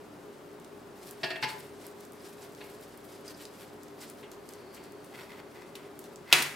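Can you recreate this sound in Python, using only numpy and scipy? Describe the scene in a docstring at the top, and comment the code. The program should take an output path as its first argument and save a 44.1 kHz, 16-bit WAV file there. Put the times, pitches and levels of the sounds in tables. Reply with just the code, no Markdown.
"""A kitchen appliance hums in a small room: filtered fan noise, housing resonances and motor tones.
From the start a long knife's edge rasps faintly in a sponge cake (random slips); moist crumbs snap (noise bursts).
From one second the strokes saw, about five a second, then fewer, and the pan rocks on its wire rack (modes and buzz).
Now and then the blade tings (modes); later it scrapes the pan (slips through broad resonances).
Near the end it clinks against the metal, once hard: an impact of crack, modes, shimmer and thud."""
import sys
import numpy as np
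from scipy import signal
from scipy.fft import rfft, irfft, next_fast_len
from scipy.io import wavfile
from scipy.ndimage import map_coordinates

SR = 44100
rng = np.random.default_rng(int(sys.argv[2]) if len(sys.argv) > 2 else 0)


def persist_wave(psi):
    """Save psi, clipped to +-1, as 16-bit WAV."""
    counts = np.round(np.clip(psi, -1, 1) * 32767).astype(np.int16)
    wavfile.write(sys.argv[1], SR, np.atleast_2d(counts).T)


N = 288855


def amp(db):
    """Logarithmic level: decibels to amplitude gain."""
    return 10 ** (np.asarray(db) / 20)


def unit(x):
    """Normalisation: the signal scaled to rms 1."""
    return x / np.sqrt(np.mean(x ** 2) + 1e-20)


def along(points, hz):
    """Spectral envelope: (Hz, value) points interpolated on a logarithmic frequency axis."""
    point_hz, value = np.transpose(points)
    return np.interp(np.log(hz + 1), np.log(point_hz + 1), value)


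def wobble(rate):
    """Slow random modulation: a smooth curve through rate random knots a second."""
    knots = rng.standard_normal(int(N * rate / SR) + 4)
    return map_coordinates(knots, [np.arange(N) * rate / SR])


def filtered(x, response):
    """Linear filtering: the spectrum of x times a response of frequency."""
    n = x.shape[-1]
    m = next_fast_len(n + 8192)
    return irfft(rfft(x, m) * response(np.fft.rfftfreq(m, 1 / SR)), m)[..., :n]


def spread(pair, width):
    """Interaural decorrelation: two unrelated signals, as middle and side, make left and right of rms 1."""
    mid, side = pair[0], width * pair[1]
    return unit(np.array([mid + side, mid - side]))


def noise(gain, width, size):
    """Coloured noise: white noise shaped by a gain of frequency, in stereo of rms 1."""
    return spread(filtered(rng.standard_normal((2, size)), gain), width)


def ring(modes, t, width, scatter_db):
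    """Modal decay: damped sinusoids of starting mid rms about 1, each with its own phase in mid and side."""
    hz, db, t60 = np.transpose(modes)
    gain = amp(db + scatter_db * rng.standard_normal(len(hz)))
    phase = rng.uniform(0, 2 * np.pi, (2, len(hz), 1))
    decay = amp(-60 * t / t60[:, None])
    waves = gain[:, None] * decay * np.sin(2 * np.pi * hz[:, None] * t + phase)
    mid, side = waves.sum(axis=1) / np.sqrt(np.sum(gain ** 2) / 2)
    return np.array([mid + width * side, mid - width * side])


def add(track, s, sound):
    """Superposition: a sound laid into the track at s seconds."""
    part = track[:, round(s * SR):][:, :sound.shape[1]]
    part += sound[:, :part.shape[1]]


def grains(rate, spiky_db):
    """Stick-slip as shot noise: tiny slips at random moments, a few much larger than the rest."""
    size = amp(spiky_db * np.minimum(rng.exponential(size=N), 4))
    return (rng.random(N) < rate / SR) * size * rng.standard_normal((2, N))


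RISE_SHARE, SWELL_POWER = 0.55, 1.74  # part of a push spent speeding up; roundness of its top


def swell(s, db, length):
    """Force envelope: a push of the hand peaks at s; length spans the points where gain is 1/e of the peak."""
    t = np.arange(N) / SR - s
    away = np.abs(t) / (length * np.where(t < 0, RISE_SHARE, 1 - RISE_SHARE))
    gain, near = np.zeros(N), away < 10
    gain[near] = amp(db) * np.exp(-away[near] ** SWELL_POWER)
    return gain


# the fan's broadband spectrum: pitch_hz [Hz], relative level_db [dB per Hz]
FAN_SPECTRUM = [(20, -28), (35, -22), (48, -14), (72, -16), (108, -9), (135, 0), (270, 0.5), (330, -0.5),
                (600, -2), (850, -5), (1300, -9), (2400, -17.5), (5000, -24.5), (16000, -33.5)]
# the housing's resonances: pitch_hz [Hz], half-width_hz at half amplitude [Hz], level_db [dB rms]
HOUSING = [(362, 8.7, -60), (400.3, 16.4, -56.5), (413.4, 11.2, -56.5)]
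# the motor's tones: pitch_hz [Hz], mean level_db [dB rms]
MOTOR = [(59.4, -76.5), (98, -70.5), (240, -66.5), (296.1, -61), (560, -66.5)]


def appliance():
    """Broadband flow noise, resonance and tonal hum: fan, narrow housing bands and slightly unsteady motor."""
    t = np.arange(N) / SR
    air = amp(-51.0) * noise(lambda hz: amp(along(FAN_SPECTRUM, hz)), width=0.51, size=N)
    housing = np.zeros((2, N))
    for hz, band, db in HOUSING:
        housing += amp(db) * noise(lambda f: 1 / (1 + ((f - hz) / band) ** 2), width=0.14, size=N)
    motor = np.zeros(N)
    for hz, db in MOTOR:
        level = amp(db + 2.4 * wobble(6.1))
        motor += level * np.sqrt(2) * np.sin(2 * np.pi * hz * t + 0.24 * wobble(8))
    return air + housing + motor


# the room's reverberation time: pitch_hz [Hz], t60_s [s]
ROOM_DECAY = [(150, 0.37), (1000, 0.58), (3000, 0.44), (8000, 0.22), (16000, 0.23)]


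def kitchen(x, wet_db):
    """Reverberation: convolution with a short decaying noise tail in which the treble dies first."""
    hz, t, z = signal.stft(rng.standard_normal((2, SR // 2)), SR, nperseg=256)
    decay = amp(-60 * t / along(ROOM_DECAY, hz)[:, None])
    tail = spread(signal.istft(z * decay, SR, nperseg=256)[1], width=0.56)
    # the answer starts 5 ms late
    tail = np.pad(tail / np.linalg.norm(tail[0]), ((0, 0), (SR // 200, 0)))
    wet = signal.fftconvolve(x.mean(axis=0)[None], tail, axes=1)[:, :N]
    return x + amp(wet_db) * wet


# the pan rocking on the rack: start_s [s], relative level_db [dB], chatter_s [s],
# side of the rack [0-1], treble_edge_hz [Hz], bass_edge_hz [Hz]
ROCKINGS = [(1.232, -27, 0.017, 0.1, 5300, 120), (1.3035, -31, 0.015, 0.05, 5140, 150),
            (1.356, -35.5, 0.011, 0, 4170, 300), (1.425, -27, 0.022, 1, 5570, 91),
            (1.487, -37.5, 0.016, 0.6, 5250, 300), (2.606, -42.5, 0.015, 1, 4570, 690),
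            (4.228, -43.5, 0.017, 1, 3950, 1700), (4.766, -44, 0.015, 1, 3780, 1800)]
# modes of the loaded rack: pitch_hz [Hz], t60_s [s], relative level_db struck on side 0 [dB], on side 1 [dB]
RACK_MODES = [(137, 0.18, -8, -1), (372, 0.24, -6, -14), (643, 0.12, 2.5, -14), (704, 0.15, 0, -16),
              (998, 0.22, -27, -4.5), (1031, 0.25, -19, -6), (868, .21, -11, 4), (1675, .24, 0, -13),
              (1437, 0.091, -3, -2), (1830, 0.21, -0.5, -29), (2160, 0.22, -17, -5), (2250, 0.2, -17, -11),
              (2380, 0.15, -17, -3), (2624, 0.25, -7, -10), (2770, 0.17, -5, -7), (2830, 0.13, -13, -2),
              (3280, 0.17, -17, -9), (3670, 0.12, -18, -17), (4040, 0.09, -22, -15), (4380, 0.11, -5, -1),
              (4730, .1, -17, -16), (5500, 0.1, -10, -7)]
# the wires' dense buzz: pitch_hz [Hz], relative level_db [dB per Hz]
WIRE_BUZZ = [(60, -30), (130, 1), (500, -2.5), (1200, -3), (1600, 3), (2700, 2.5), (3800, -1), (4500, 0.5),
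             (8000, 0.5), (16000, -21)]


def rack():
    """Modal excitation by position: the pan chatters on the wires; the side that lands sets which modes ring."""
    out, t = np.zeros((2, N)), np.arange(SR // 2) / SR
    for s, db, length, side, treble_hz, bass_hz in ROCKINGS:
        modes = [(hz, one + side * (other - one), t60) for hz, t60, one, other in RACK_MODES]
        body = ring(modes, t, width=0.31, scatter_db=0.5) * (1 - np.exp(-t / 0.0074))
        chatter = (1 - np.exp(-t / 0.0007)) * amp(-60 * np.maximum(t - length, 0) / 0.02)
        # the wires buzz on after the chatter has stopped
        lingering = amp(-14.5 - 60 * t / 0.21)
        buzz = noise(lambda hz: amp(along(WIRE_BUZZ, hz)), width=0.27, size=len(t)) * (chatter + lingering)

        def contact(hz):
            """Contact bandwidth: treble falls to a floor above one edge, bass fades below the other."""
            treble = amp(-18.5) + 1 / (1 + (hz / treble_hz) ** 22)
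            return treble * hz ** 2 / (hz ** 2 + bass_hz ** 2)

        add(out, s, filtered(amp(db - 0.5) * body + amp(db - 3.5) * buzz, contact))
    return out


# the blade slipping free: start_s [s], level_db [dB]
SLIPS_FREE = [(2.204, -57), (3.279, -42.5), (3.345, -50), (3.453, -49), (4.489, -55)]
# the blade's own modes: pitch_hz [Hz], relative level_db [dB], t60_s [s]
BLADE_MODES = [(4590, -3, 0.037), (4960, 2, 0.038), (5400, -6, 0.057), (6200, -8, 0.054), (8750, -9, 0.047)]


def tings():
    """Damped free vibration: the thin blade springs loose and rings briefly, damped by the cake."""
    out, t = np.zeros((2, N)), np.arange(SR // 5) / SR
    for s, db in SLIPS_FREE:
        add(out, s, amp(db) * ring(BLADE_MODES, t, width=0.32, scatter_db=1.5))
    return out


# the blade's flat rubbing the pan's rim: pitch_hz [Hz], width_hz at half power [Hz], relative level_db [dB]
RIM_RESONANCES = [(960, 180, 0), (1450, 160, 0), (2045, 190, 4), (2560, 160, -2.5), (2980, 210, -9),
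                  (3300, 100, -4.5), (3620, 160, -5.5), (4270, 370, -10), (4600, 300, -10),
                  (5050, 110, -14), (5500, 110, -11), (7700, 2500, -19), (12500, 4000, -20)]
# the blade dragging on the pan: peak_s [s], level_db before the unsteady force [dB], length_s [s]
DRAG_PUSHES = [(4.028, -52.5, 0.037), (4.56, -62, .22), (4.846, -63, 0.19), (5.187, -54, 0.14),
               (5.34, -55.5, .12), (5.6, -61, 0.16), (5.814, -59, 0.18), (6.303, -48, 0.052),
               (6.325, -32, 0.01)]
# the blade catching and skidding on the pan: peak_s [s], relative level_db [dB], 1/e half-length_s [s]
CATCHES = [(5.151, -49.5, 0.0066), (5.196, -49.5, 0.0072), (5.215, -49, .005), (5.23, -52, .008),
           (5.302, -50, .006), (5.324, -53, .009), (5.392, -50, 0.013), (5.567, -54.5, 0.0092),
           (5.622, -55, .004)]
# the dragged blade's faint whistle
WHISTLE_S, WHISTLE_DB, WHISTLE_LENGTH_S, WHISTLE_HZ = 4.75, -67, 0.57, 4500


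def drag():
    """Stick-slip friction: small slips excite the pan, whose resonances the pressure keeps broad."""
    t = np.arange(N) / SR

    def metal(f):
        """Resonance: the summed power of the rim's bands, as amplitude."""
        return np.sqrt(sum(amp(2 * db) / (1 + ((f - hz) / (band / 2)) ** 2) for hz, band, db in RIM_RESONANCES))

    rub = spread(filtered(grains(rate=2400, spiky_db=1.5), metal), width=0.26)
    force = sum(swell(*push) for push in DRAG_PUSHES) * amp(0.86 * wobble(70))
    catches = sum(amp(db - 1) * np.exp(-((t - s) / length) ** 2) for s, db, length in CATCHES)
    whistle = noise(lambda hz: 1 / (1 + ((hz - WHISTLE_HZ) / 300) ** 2), width=.4, size=N)
    return (force + catches) * rub + swell(WHISTLE_S, WHISTLE_DB, WHISTLE_LENGTH_S) * whistle


# the blade striking the pan: start_s [s], relative crack_db [dB], ring_db [dB], shimmer_db [dB], thud_db [dB],
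# tilt of crack, shimmer and thud [dB per octave]
STRIKES = [(5.754, -40.5, -49, -60.5, -76, 1.8), (6.3268, -10, -16.5, -23.8, -37.5, -.3),
           (6.356, -42, -40, -32, -45, 1.5), (6.385, -37, -47, -34.5, -39.5, 1),
           (6.423, -26, -59, -44.5, -60, 4.5)]
# modes of blade and pan together: pitch_hz [Hz], relative level_db [dB], t60_s [s]
PAN_MODES = [(360, -10, .28), (722, -12, .22), (960, -13, .38), (1377, -13, .2), (1684, -16, .5),
             (1843, -16, .45), (1963, -10, .33), (2004, -5, .42), (2080, -13, .45), (2172, -13, .36),
             (2319, -5, .22), (2456, -9, .38), (2502, -14, .45), (2672, 1.5, .11), (2960, -10, .3),
             (3045, -3, .18), (3347, 1, .085), (3410, -6, .16), (3716, 4, .06), (3850, 2, .05),
             (4072, -1, .11), (4761, 2, .085), (5121, -8, .12), (5430, -4, .07), (5642, -9, .1),
             (6120, -12, .19), (6738, -14, .2), (8140, -6, .13)]
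# spectrum of the contact: pitch_hz [Hz], relative level_db [dB per Hz]
CRACK_SPECTRUM = [(80, -48), (300, -10.5), (1000, -8), (1600, -14), (2400, 2), (4000, -1), (6300, -11),
                  (8000, -9), (13000, -12.5), (16000, -21)]
# spectrum of the dense high modes: pitch_hz [Hz], relative level_db [dB per Hz]
SHIMMER_SPECTRUM = [(100, -41), (350, -14), (1000, -4), (1500, -3), (2200, 1), (3300, -9), (6000, -10),
                    (9000, -12), (13000, -17), (16000, -26)]
# spectrum of the loaded pan's thud: pitch_hz [Hz], relative level_db [dB per Hz]
THUD_SPECTRUM = [(40, -33), (105, -43), (145, 9.5), (190, -15), (290, -2.5), (400, -8), (900, -25),
                 (3000, -70)]


def clinks():
    """Impact excitation: steel on steel snaps, cracks, rings in modes, shimmers and thuds under the cake."""
    out, t = np.zeros((2, N)), np.arange(SR // 2) / SR
    snap = np.cos(2 * np.pi * 3400 * t) * amp(-60 * t / 0.0022)
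    for s, crack_db, ring_db, shimmer_db, thud_db, tilt_db in STRIKES:

        def burst(points):
            """Spectral tilt: coloured noise leaning about 3 kHz."""
            tilted = lambda hz: amp(along(points, hz) + tilt_db * np.log2((hz + 50) / 3000))
            return noise(tilted, width=.36, size=len(t))

        crack = amp(crack_db) * (3.5 * snap + burst(CRACK_SPECTRUM) * amp(-60 * t / 0.05))
        shimmer = burst(SHIMMER_SPECTRUM) * amp(shimmer_db - 60 * t / 0.45)
        thud = burst(THUD_SPECTRUM) * amp(thud_db - 60 * t / 0.29) * (1 - np.exp(-t / 0.0029))
        modes = amp(ring_db) * ring(PAN_MODES, t, width=0.25, scatter_db=1.5)
        add(out, s, crack + shimmer + thud + modes)
    # so small a pan radiates no deep bass
    return signal.sosfilt(signal.butter(4, 110, "high", fs=SR, output="sos"), out)


# moist crumbs letting go of the blade: start_s [s], relative level_db [dB], centre pitch_hz [Hz]
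CRUMB_SNAPS = [(.598, -44, 8000), (.645, -41, 5000), (.775, -48, 10000), (1.109, -30, 10600),
               (1.515, -39, 8900), (1.865, -30.5, 12000), (2.006, -38, 8000), (2.05, -41, 9000),
               (2.12, -40, 10000), (2.132, -42, 11000), (2.521, -44, 9000), (2.548, -41, 5000),
               (2.81, -41, 11000), (2.974, -40, 10000), (3.279, -37, 6440), (3.283, -42, 8000),
               (3.452, -32, 5100), (3.832, -37.5, 8000), (3.882, -42, 4470), (4.098, -31.5, 9500),
               (4.315, -36, 7000), (4.489, -34.5, 6600), (4.524, -42, 7000), (4.535, -38, 6500),
               (4.745, -40.5, 10000), (4.838, -41, 10000), (4.92, -40.5, 9000), (5.044, -42, 8000),
               (5.99, -30.5, 10500), (6.04, -38, 7100), (6.158, -37, 5930)]


def crumbs():
    """Adhesive release: each sticky crumb lets go with one broad snap and a brief crackle."""
    out, t = np.zeros((2, N)), np.arange(SR // 20) / SR
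    decay = amp(-60 * t / 0.0094) + amp(-17 - 60 * t / .07)
    for s, db, centre_hz in CRUMB_SNAPS:
        # a broad band falling away by octaves from the centre
        band = lambda hz: 1 / (1 + (np.log2((hz + 1) / centre_hz) / 0.89) ** 2)
        snap = noise(band, width=0.31, size=len(t))
        add(out, s + 0.0012, amp(db - 7.0) * snap * decay)
    return out


# sawing strokes: peak_s at the fastest [s], rasp level_db before random clumping [dB], length_s [s]
SAW_STROKES = [(1.077, -53, 0.15), (1.27, -52, 0.14), (1.438, -48.5, 0.03), (1.505, -50, 0.089),
               (1.62, -55, 0.13), (1.84, -55.5, 0.11), (2.03, -58.5, 0.11), (2.27, -53.5, .11),
               (2.441, -55.5, 0.086), (2.68, -57, .16), (2.838, -60, 0.077), (3.093, -58, 0.12),
               (3.295, -56, 0.08), (3.42, -54.5, 0.092), (3.617, -58.5, 0.17), (4.029, -50, 0.063),
               (4.092, -58, 0.072), (4.195, -60, .06), (4.333, -58, .04), (4.518, -59, 0.09),
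               (4.754, -58.5, 0.065), (4.85, -59, 0.034), (5.062, -57.5, 0.047), (5.194, -59, 0.19),
               (5.76, -58, 0.033), (6.05, -60, 0.092)]
# the tearing crumb's spectrum: pitch_hz [Hz], relative level_db [dB per Hz]
CRUMB_SPECTRUM = [(200, -10), (700, -5), (1500, 0.5), (3000, -0.5), (5000, 1.5), (6500, -4), (8300, -0.5),
                  (10500, -3.5), (13000, -3.5), (16000, -4)]
CLING_DB, SAWING_DB = -69, -68  # rasp of the sponge clinging to the blade: always, and added while it saws
SAWING_S, SAWING_LENGTH_S = 3.05, 1.9  # peak and length of the sawing


def sponge():
    """Fracture noise: the edge tears countless small cells; coarse, medium and fine ones clump separately."""
    tearing = np.zeros((2, N))
    for centre_hz in (2000, 7000, 12000):
        band = lambda hz: amp(along(CRUMB_SPECTRUM, hz)) * np.exp(-((hz - centre_hz) / 3600) ** 2)
        tearing += filtered(grains(rate=4500, spiky_db=2), band) * amp(2.0 * wobble(45))
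    cling = amp(CLING_DB) + swell(SAWING_S, SAWING_DB, SAWING_LENGTH_S)
    # unrelated rasps add in power
    effort = np.sqrt(cling ** 2 + sum(swell(*stroke) ** 2 for stroke in SAW_STROKES))
    return effort * amp(2.3 * wobble(60)) * spread(tearing, width=0.31)


def scene():
    """Superposition of sources: cake, rack and blade, each with its reverberation, and the appliance."""
    background = appliance()
    rocking = kitchen(rack(), wet_db=-6.5)
    blade = kitchen(clinks() + drag(), wet_db=-10)
    cake = kitchen(sponge() + crumbs() + tings(), wet_db=-7.5)
    return background + rocking + blade + cake


# the microphone pair's balance: pitch_hz [Hz], left over right level_db [dB]
BALANCE = [(60, -1.5), (200, -1), (380, 1.5), (700, 1.5), (1300, 3), (2400, 0.5), (4400, 0)]
# the microphone pair's side gain: pitch_hz [Hz], level_db [dB]
SIDE_GAIN = [(60, 3), (150, -5.5), (350, 0), (650, 0), (1300, 1), (2600, 0), (8000, 0)]
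TOP_HZ = 15900  # upper band limit


def record(dry):
    """Transducer response: the pair colours each side; the recorder clips at full scale, then limits the band."""
    mid = dry.mean(axis=0)
    side = filtered(dry[0] - mid, lambda hz: amp(along(SIDE_GAIN, hz)))
    balance = lambda hz: amp(np.outer([.5, -.5], along(BALANCE, hz)))
    pair = filtered(np.array([mid + side, mid - side]), balance)
    return filtered(np.clip(pair, -1, 1), lambda hz: hz < TOP_HZ)


dry = scene()
out = record(dry)
persist_wave(out)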